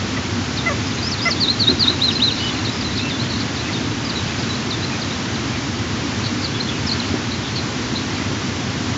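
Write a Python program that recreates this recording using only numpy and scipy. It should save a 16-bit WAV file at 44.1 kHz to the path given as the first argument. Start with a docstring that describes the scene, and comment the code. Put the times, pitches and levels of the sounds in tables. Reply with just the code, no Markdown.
"""Feeding time in an eagle's nest

Two downy chicks beg with thin, sliding whistles, once in a loud run, and peep quietly in between.
The parent gives a few short yelps, each a stack of overtones shaped by its throat.
The treetop nest of sticks thuds and rustles under the birds' weight.
A songbird sings far off, over a steady low rush of wind and hiss."""
import sys
import numpy as np
from scipy import signal
from scipy.fft import rfft, irfft, next_fast_len
from scipy.io import wavfile
from scipy.ndimage import uniform_filter1d, map_coordinates

SR = 44100
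rng = np.random.default_rng(int(sys.argv[2]) if len(sys.argv) > 2 else 0)


def log_audio(samples):
    """Write samples as a 16-bit WAV file to the path given in sys.argv[1]."""
    # one column per channel
    frames = np.atleast_2d(samples).T
    # limit to full scale, then quantise
    limited = np.clip(frames, -1, 1)
    pcm = np.round(limited * 32767).astype(np.int16)
    wavfile.write(sys.argv[1], SR, pcm)


N = 395577

# Three whistle shapes: climb and tumble, dip and recover, arch over and fall away.
# position in the whistle/0-1, f/Hz, effort/dB
CLIMB_SHAPE = [(0, 4530, -6), (.14, 4940, -1), (.48, 5320, -2), (.67, 6540, -10), (.84, 4730, 1),
               (1, 4220, -9)]
DIP_SHAPE = [(0, 4820, -8), (.14, 4570, -2), (.27, 4210, -4.5), (.41, 3720, -6), (.53, 3520, -8.5),
             (.69, 3790, -4.5), (.86, 4156, -6), (1, 4120, -16)]
ARCH_SHAPE = [(0, 2530, -8), (.17, 3610, -2.5), (.36, 4185, -1.5), (.58, 4046, -5.5), (.75, 3840, -0.5),
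              (.86, 3390, 1), (1, 2460, -1)]
# The whistles of each shape: t/s, length/s, pitch factor at start, pitch factor at end, level/dB,
# growth in level/dB, position of the push/0-1, push/dB, roughness/0-1
CLIMB_CALLS = [(1.025, .122, 1, 0.97, -17, 0.5, 0.73, 3, 0.5),
               (1.214, .122, 1.005, 0.97, -15, 5, 0.81, 3, .45)]
DIP_CALLS = [(1.402, 0.121, 1, 1.012, -8, 2.5, .83, 4, 0.4),
             (1.591, 0.13, .985, 1.005, -7.5, 2, .69, 5.5, .18),
             (1.794, .126, 1.015, .98, -6.5, -3, .69, 6.5, 0.3),
             (6.862, 0.083, 1.17, 1.09, -16, 1, .75, 6.5, 0.7)]
ARCH_CALLS = [(1.993, .129, 1.003, 1, -9.5, -1, 0.26, 1.5, 0.2),
              (2.196, .122, 0.994, 0.98, -7.5, -6, 0.49, -1.5, 0.3)]
# How well each pitch carries to the listener: f/Hz, gain/dB
CARRYING = [(2500, -9.5), (3550, -14.5), (3790, 0), (3900, -2), (3990, -8), (4170, 2.5), (4320, 0),
            (4460, -4.5), (4590, -2.5), (4730, -3.5), (5000, -4), (6500, -7)]

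def begging(flutter_db=1.4, push_width=.09):
    """The chicks' long whistles swoop, each with one push, and swell at the pitches that carry best."""
    out = np.zeros(N)
    for shape, calls in [(CLIMB_SHAPE, CLIMB_CALLS), (DIP_SHAPE, DIP_CALLS), (ARCH_SHAPE, ARCH_CALLS)]:
        positions, hz, effort_db = np.transpose(shape)
        for s, length, first, last, db, growth_db, push_at, push_db, rough in calls:
            t = times(length)
            progress = t / length
            swoop = uniform_filter1d(np.interp(progress, positions, hz), size=300, mode="nearest")
            pitch = (first + (last - first) * progress) * swoop
            push = push_db * np.exp(-((progress - push_at) / push_width) ** 2)
            effort = np.interp(progress, positions, effort_db) + growth_db * (progress - .5) + push
            gain = amp(db + effort + along(CARRYING, pitch))
            add(out, s, gain * whistle(pitch, rough, flutter_db) * fade(t, rise=.002, fall=.0058))
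    return out


def whistle(hz, rough, flutter_db, rasp_rate=800, waver_hz=20):
    """A bird's voice box makes one nearly pure, fluttering tone; roughness turns it raspy."""
    size = len(hz)
    share = np.clip(rough, 0, 1)
    rasp = (wobble(rasp_rate, size) + 1j * wobble(rasp_rate, size)) / np.sqrt(2)
    phase = 2 * np.pi * np.cumsum(hz + waver_hz * wobble(150, size)) / SR
    tone = (np.sqrt(1 - share ** 2) + share * rasp) * np.exp(1j * phase)
    return amp(flutter_db * wobble(170, size)) * tone.real


# The parent's yelps: t/s, time held/s, f/Hz, level/dB, length of the lower tail/s
PARENT_YELPS = [(.164, 0.017, 653, -18, 0.012), (0.659, 0.036, 678, -13.5, .036),
                (1.252, 0.037, 681.6, -13, 0.014), (3.685, .02, 682, -24.5, .016),
                (8.205, .018, 679, -26, .014)]
# How its throat colours the overtones: f/Hz, gain/dB
THROAT_COLOUR = [(550, -8.5), (700, -15), (1150, -9.5), (1370, -9), (1750, -11), (2050, -1.5), (2400, -16),
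                 (2750, -19), (4000, -28)]

def yelping(drop=.14, tail_db=-5, swell_db=4, jitter=.008, shimmer_db=1.1):
    """The parent's slightly unsteady note swells, then breaks to a lower, duller one that sags away."""
    out = np.zeros(N)
    for s, held, hz, db, tail in PARENT_YELPS:
        t = times(held + tail)
        broken = .5 + .5 * np.tanh((t - held) / .0025)  # goes from 0 to 1 as the voice breaks
        arch = 1 - 22 * (t - .6 * held) ** 2
        pitch = hz * arch * (1 - drop * broken) * (1 + jitter * wobble(440, len(t)))
        phase = 2 * np.pi * np.cumsum(pitch) / SR
        voice = np.zeros(len(t))
        for k in range(1, 6):
            dulling_db = tail_db * broken * (k - 1) / 2
            voice += amp(along(THROAT_COLOUR, k * pitch) + dulling_db) * np.sin(k * phase)
        effort = swell_db * np.minimum(t / held - .5, 0) + shimmer_db * wobble(220, len(t))
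        add(out, s, amp(db + effort) * voice * fade(t, rise=.006, fall=.0081))
    return out


# Flicks, one quick fall: t/s, level/dB
FLICK_PEEPS = [(.903, -28), (2.415, -27.5), (2.808, -26.5), (3.402, -25), (3.555, -27.5), (4.09, -25.5),
               (4.424, -26.5), (5.014, -27), (5.34, -30)]
# Slurs, a fall that settles and dies away: t/s, length/s, final f/Hz, level/dB
SLUR_PEEPS = [(0.57, .045, 3560, -22), (1.179, .042, 3590, -23.5), (2.481, 0.054, 3400, -26),
              (2.974, 0.033, 3560, -21), (3.094, 0.085, 3500, -23.5), (3.728, 0.054, 3610, -24),
              (4.045, .03, 4720, -25), (4.383, 0.025, 4700, -28), (4.703, 0.054, 3616, -22)]
# Lifts, one short rise: t/s, middle f/Hz, level/dB
LIFT_PEEPS = [(2.668, 3820, -23.5), (3.003, 4020, -26), (3.194, 4110, -25), (3.385, 4160, -30),
              (3.584, 4000, -29), (4.527, 3990, -29.5), (4.82, 4010, -26), (5.105, 3860, -29)]
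# Squeaks, clear or raspy, mostly sagging: t/s, length/s, middle f/Hz, sag/Hz, level/dB, roughness
SQUEAK_PEEPS = [(2.152, .03, 4120, 149, -17, 0.15), (2.311, .02, 4130, 450, -19.5, 0.3),
                (2.575, 0.023, 4010, -1, -29, .6), (2.648, 0.024, 4250, 0, -22.5, 1),
                (2.844, .034, 4040, 219, -23.5, 0.1), (2.952, 0.021, 4250, 0, -24, 0.5),
                (3.286, .08, 4110, 300, -27.5, 1.1), (4.152, 0.048, 3930, 300, -25, 0.5),
                (4.491, 0.028, 3970, 230, -26, 0.25), (6.236, .044, 4270, 150, -24, 1),
                (6.443, .027, 4310, 750, -21, 0.7), (6.599, 0.018, 4150, -250, -19, 0.4),
                (6.999, .006, 4100, 150, -16, 0), (7.314, .039, 4040, 60, -27.5, 1),
                (7.433, .054, 3530, 0, -27, 1), (7.556, .044, 4230, 400, -22.5, .6),
                (7.951, 0.034, 4060, -250, -23, .75), (8.141, .022, 4060, 188, -30, .6)]
# Mews, a low note that scoops up, holds and drops: t/s, length/s, f/Hz, final drop/Hz, level/dB
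MEW_PEEPS = [(2.396, 0.115, 3000, 120, -25), (2.548, 0.023, 3050, 1200, -25),
             (2.99, 0.12, 2660, 750, -27.5), (3.65, .046, 2650, 810, -28.5), (4.285, 0.047, 2660, 666, -31),
             (4.92, 0.046, 2550, 450, -29), (5.532, 0.037, 2520, 700, -31), (7.008, .03, 3350, 1000, -29),
             (8.16, .04, 2500, 700, -35)]

def peeping(flick_s=.025, lift_s=.034, lift_hz_per_s=14000, slur_fade_db_per_s=100):
    """Between pieces of food the birds give five kinds of quiet peep, each bending its pitch its way."""
    out = np.zeros(N)
    for s, db in FLICK_PEEPS:
        add(out, s, peep(flick_s, db, lambda t: np.interp(t, [0, flick_s], [5100, 3320])))
    for s, length, hz, db in SLUR_PEEPS:
        note = peep(length, db, lambda t: hz + (5600 - hz) * np.exp(-t / .0072))
        add(out, s, note * amp(-slur_fade_db_per_s * times(length)))
    for s, hz, db in LIFT_PEEPS:
        add(out, s, peep(lift_s, db, lambda t: hz + lift_hz_per_s * (t - lift_s / 2)))
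    for s, length, hz, sag_hz, db, rough in SQUEAK_PEEPS:
        add(out, s, peep(length, db, lambda t: hz - sag_hz * (t / length - .5), rough))
    for s, length, hz, drop_hz, db in MEW_PEEPS:
        scoop = lambda t: 239 * np.exp(-t / .011)
        drop = lambda t: drop_hz * np.clip(1 - (length - t) / .026, 0, 1) ** 2
        add(out, s, peep(length, db, lambda t: hz - scoop(t) - drop(t)))
    return out


def peep(length, db, pitch, rough=.38, longest_fade_s=.004):
    """One short whistle that fades in and out; pitch(t) gives its Hz at t seconds from its start."""
    t = times(length)
    ramp = min(.31 * length, longest_fade_s)
    return amp(db) * fade(t, ramp, ramp) * whistle(pitch(t), rough, flutter_db=2)


# How loud the faintest twitter is as time passes: t/s, level/dB
TWITTER_LEVELS = [(2.35, -32), (3.3, -32), (3.9, -37), (5.6, -41.5), (6.4, -33), (7.2, -34), (8.2, -36)]

def twittering(count=44, length=.04, middle_hz=3930, spread_hz=620, slide_hz_per_s=9000):
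    """Very faint, raspy peeps slide up or down at random moments, thickest just after the loud run."""
    out = np.zeros(N)
    moments, levels = np.transpose(TWITTER_LEVELS)
    for when, height, tilt in rng.random((count, 3)):
        s = moments[0] + when ** 2 * (moments[-1] - moments[0])
        hz = middle_hz + spread_hz * (2 * height - 1)
        slide = slide_hz_per_s * (2 * tilt - 1)
        db = np.interp(s, moments, levels)
        add(out, s, peep(length, db, lambda t: hz + slide * (t - length / 2), rough=.95))
    return out


# Shoves on the nest: t/s, level/dB
NEST_SHOVES = [(.39, -19.5), (1.689, -12.5), (1.697, -11), (1.7127, -12), (1.724, -15.5), (1.7466, -22),
               (1.9, -14.5), (7.14, -11)]
# The notes at which the stick platform rings: f/Hz, level/dB, time to fade by 60 dB/s
NEST_NOTES = [(259, 0, 0.06), (300, -4, 0.12), (354, -4.5, 0.081), (658, -12.5, .06), (1050, -24, 0.037)]

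def thudding(rise_s=.0023):
    """Shifting weight makes the nest ring with low notes that die quickly."""
    out, t = np.zeros(N), times(.2)
    for s, db in NEST_SHOVES:
        vary_db = rng.normal(0, 1, len(NEST_NOTES))
        ring = sum(amp(level + vary - 60 * t / t60) * np.sin(2 * np.pi * hz * t)
                   for (hz, level, t60), vary in zip(NEST_NOTES, vary_db))
        add(out, s, amp(db) * ring * (1 - np.exp(-t / rise_s)))
    return out


# Twigs shifting underfoot: t/s, length/s, level/dB
TWIG_RUSTLES = [(1.69, .04, -32), (1.825, .05, -30), (1.9, .035, -31.5)]
# The tone colour of their snaps: f/Hz, relative level/dB
TWIG_COLOUR = [(300, -19), (600, -1.5), (1200, -0.5), (2200, -3), (5000, -13.5), (7500, -27.5)]

def rustling(count=40):
    """Twigs crackle briefly under the birds' feet, each time in a clump of tiny snaps."""
    out = np.zeros(N)
    for s, length, db in TWIG_RUSTLES:
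        size = int(length * SR)
        places = (size * rng.random(count)).astype(int)
        snaps = np.bincount(places, rng.standard_normal(count), size)
        add(out, s, amp(db) * unit(snaps))
    return coloured(out, TWIG_COLOUR) * np.std(out)


# The far songbird's notes: t/s, length/s, middle f/Hz, sag/Hz, relative level/dB
SONG_NOTES = [(.69, .025, 6480, 302, -33), (.81, 0.028, 6550, 200, -33), (.858, 0.02, 5080, 200, -28),
              (.935, .025, 6470, 100, -31), (.972, 0.025, 3980, 50, -28), (1.355, 0.038, 3670, 252, -25.5),
              (2.062, 0.015, 5080, 499, -30), (2.11, .025, 5130, 600, -23), (2.33, 0.027, 5370, 600, -33),
              (2.44, .025, 4950, 98, -30), (2.712, .08, 5060, 60, -31), (6.408, .035, 4630, 700, -27),
              (6.532, .035, 3436, 100, -28.5), (6.56, 0.022, 2930, 49, -30), (6.68, 0.024, 3380, 199, -26),
              (6.703, .035, 2900, 118, -27), (6.739, 0.034, 2546, 1, -28)]

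def singing(direct_db=-6):
    """A songbird far off: its sliding notes arrive mostly as echoes from the trees."""
    out = np.zeros(N)
    for s, length, hz, sag_hz, db in SONG_NOTES:
        add(out, s, peep(length, db, lambda t: hz - sag_hz * (t / length - .5), rough=.7))
    return amp(direct_db) * out + scatter(out, rise=.004, t60=.12)


# The tone colours of the low rush and of the hiss: f/Hz, relative level/dB
RUMBLE_COLOUR = [(25, -49.5), (48, -23.5), (70, -8), (102, 1.5), (135, -3.5), (180, -7), (245, -1.5),
                 (320, -7), (400, -12), (520, -21), (900, -59.5)]
HISS_COLOUR = [(200, -16), (500, -0.5), (1000, 1.5), (1800, 0), (3000, -2), (4500, -3.5), (6000, -5.5),
               (7000, -9.5), (7400, -14), (7700, -25.5), (7900, -49.5)]

def wind(rumble_db=-24, hiss_db=-27.5, waver_db=.29):
    """A low rush round the tree and an even hiss above it, both barely wavering."""
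    rumble = amp(rumble_db + waver_db * wobble(5, N)) * coloured(rng.standard_normal(N), RUMBLE_COLOUR)
    hiss = amp(hiss_db + waver_db * wobble(4, N)) * coloured(rng.standard_normal(N), HISS_COLOUR)
    return rumble + hiss


def branches(x, near_db, far_db=-13, ring_hz=4100, width_hz=300, broad_db=-11):
    """Echoes off nearby boughs smear the pitch; a weak tail follows, strongest around ring_hz."""
    near = amp(near_db) * scatter(x, rise=.004, t60=.11)
    far = amp(far_db) * scatter(x, rise=.022, t60=.38)
    colour = lambda hz: amp(broad_db) + 1 / (1 + ((hz - ring_hz) / width_hz) ** 2)
    return x + near + filtered(far, colour)


def scatter(x, rise, t60):
    """A dense echo about as strong as x: it builds for rise seconds and loses 60 dB in t60 seconds."""
    t = times(1 / 3)
    tail = rng.standard_normal(len(t)) * amp(-60 * t / t60) * np.clip(t / rise, 0, 1) ** 2
    return signal.fftconvolve(x, tail / np.linalg.norm(tail))[:N]


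def times(length):
    """The time of each sample in a sound of this many seconds."""
    return np.arange(int(length * SR)) / SR


def amp(db):
    """Turn decibels into a gain to multiply by."""
    return 10 ** (np.asarray(db) / 20)


def unit(x):
    """Scale x to an average strength (rms) of 1."""
    return x / np.sqrt(np.mean(x ** 2) + 1e-20)


def along(points, hz):
    """Read between (Hz, value) points on a musical (log) pitch scale."""
    f, value = np.transpose(points)
    return np.interp(np.log(hz + 1), np.log(f + 1), value)


def wobble(rate, size):
    """A smooth curve through rate random points a second."""
    points = rng.standard_normal(int(size * rate / SR) + 4)
    return map_coordinates(points, [np.arange(size) * rate / SR])


def filtered(x, response):
    """Turn each frequency in x up or down by the gain response(hz)."""
    size = next_fast_len(N + SR // 2)
    return irfft(rfft(x, size) * response(np.fft.rfftfreq(size, 1 / SR)), size)[..., :N]


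def coloured(x, colour):
    """Give x a tone colour from (Hz, dB) points, at an average strength of 1."""
    return unit(filtered(x, lambda hz: amp(along(colour, hz))))


def add(track, s, sound):
    """Mix a sound into the track, starting at s seconds."""
    part = track[max(round(s * SR), 0):][:len(sound)]
    part += sound[:len(part)]


def fade(t, rise, fall):
    """A rounded fade in over rise seconds and out over fall seconds."""
    fade_in = np.sin(np.pi / 2 * np.clip(t / rise, 0, 1))
    fade_out = np.sin(np.pi / 2 * np.clip((t[-1] - t) / fall, 0, 1))
    return fade_in * fade_out


def scene(peeps_db=-.65, song_db=-1.5):
    """Both channels get the same mix; the quiet peeps carry more echo than the loud calls."""
    loud = branches(begging() + yelping(), near_db=-14)
    quiet = amp(peeps_db) * branches(peeping() + twittering(), near_db=-7.5)
    mono = loud + quiet + amp(song_db) * singing() + thudding() + rustling() + wind()
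    return np.array([mono, mono])


def record(dry, top_hz=7900):
    """Cut away all the treble above top_hz."""
    return filtered(dry, lambda hz: hz < top_hz)


dry = scene()
out = record(dry)
log_audio(out)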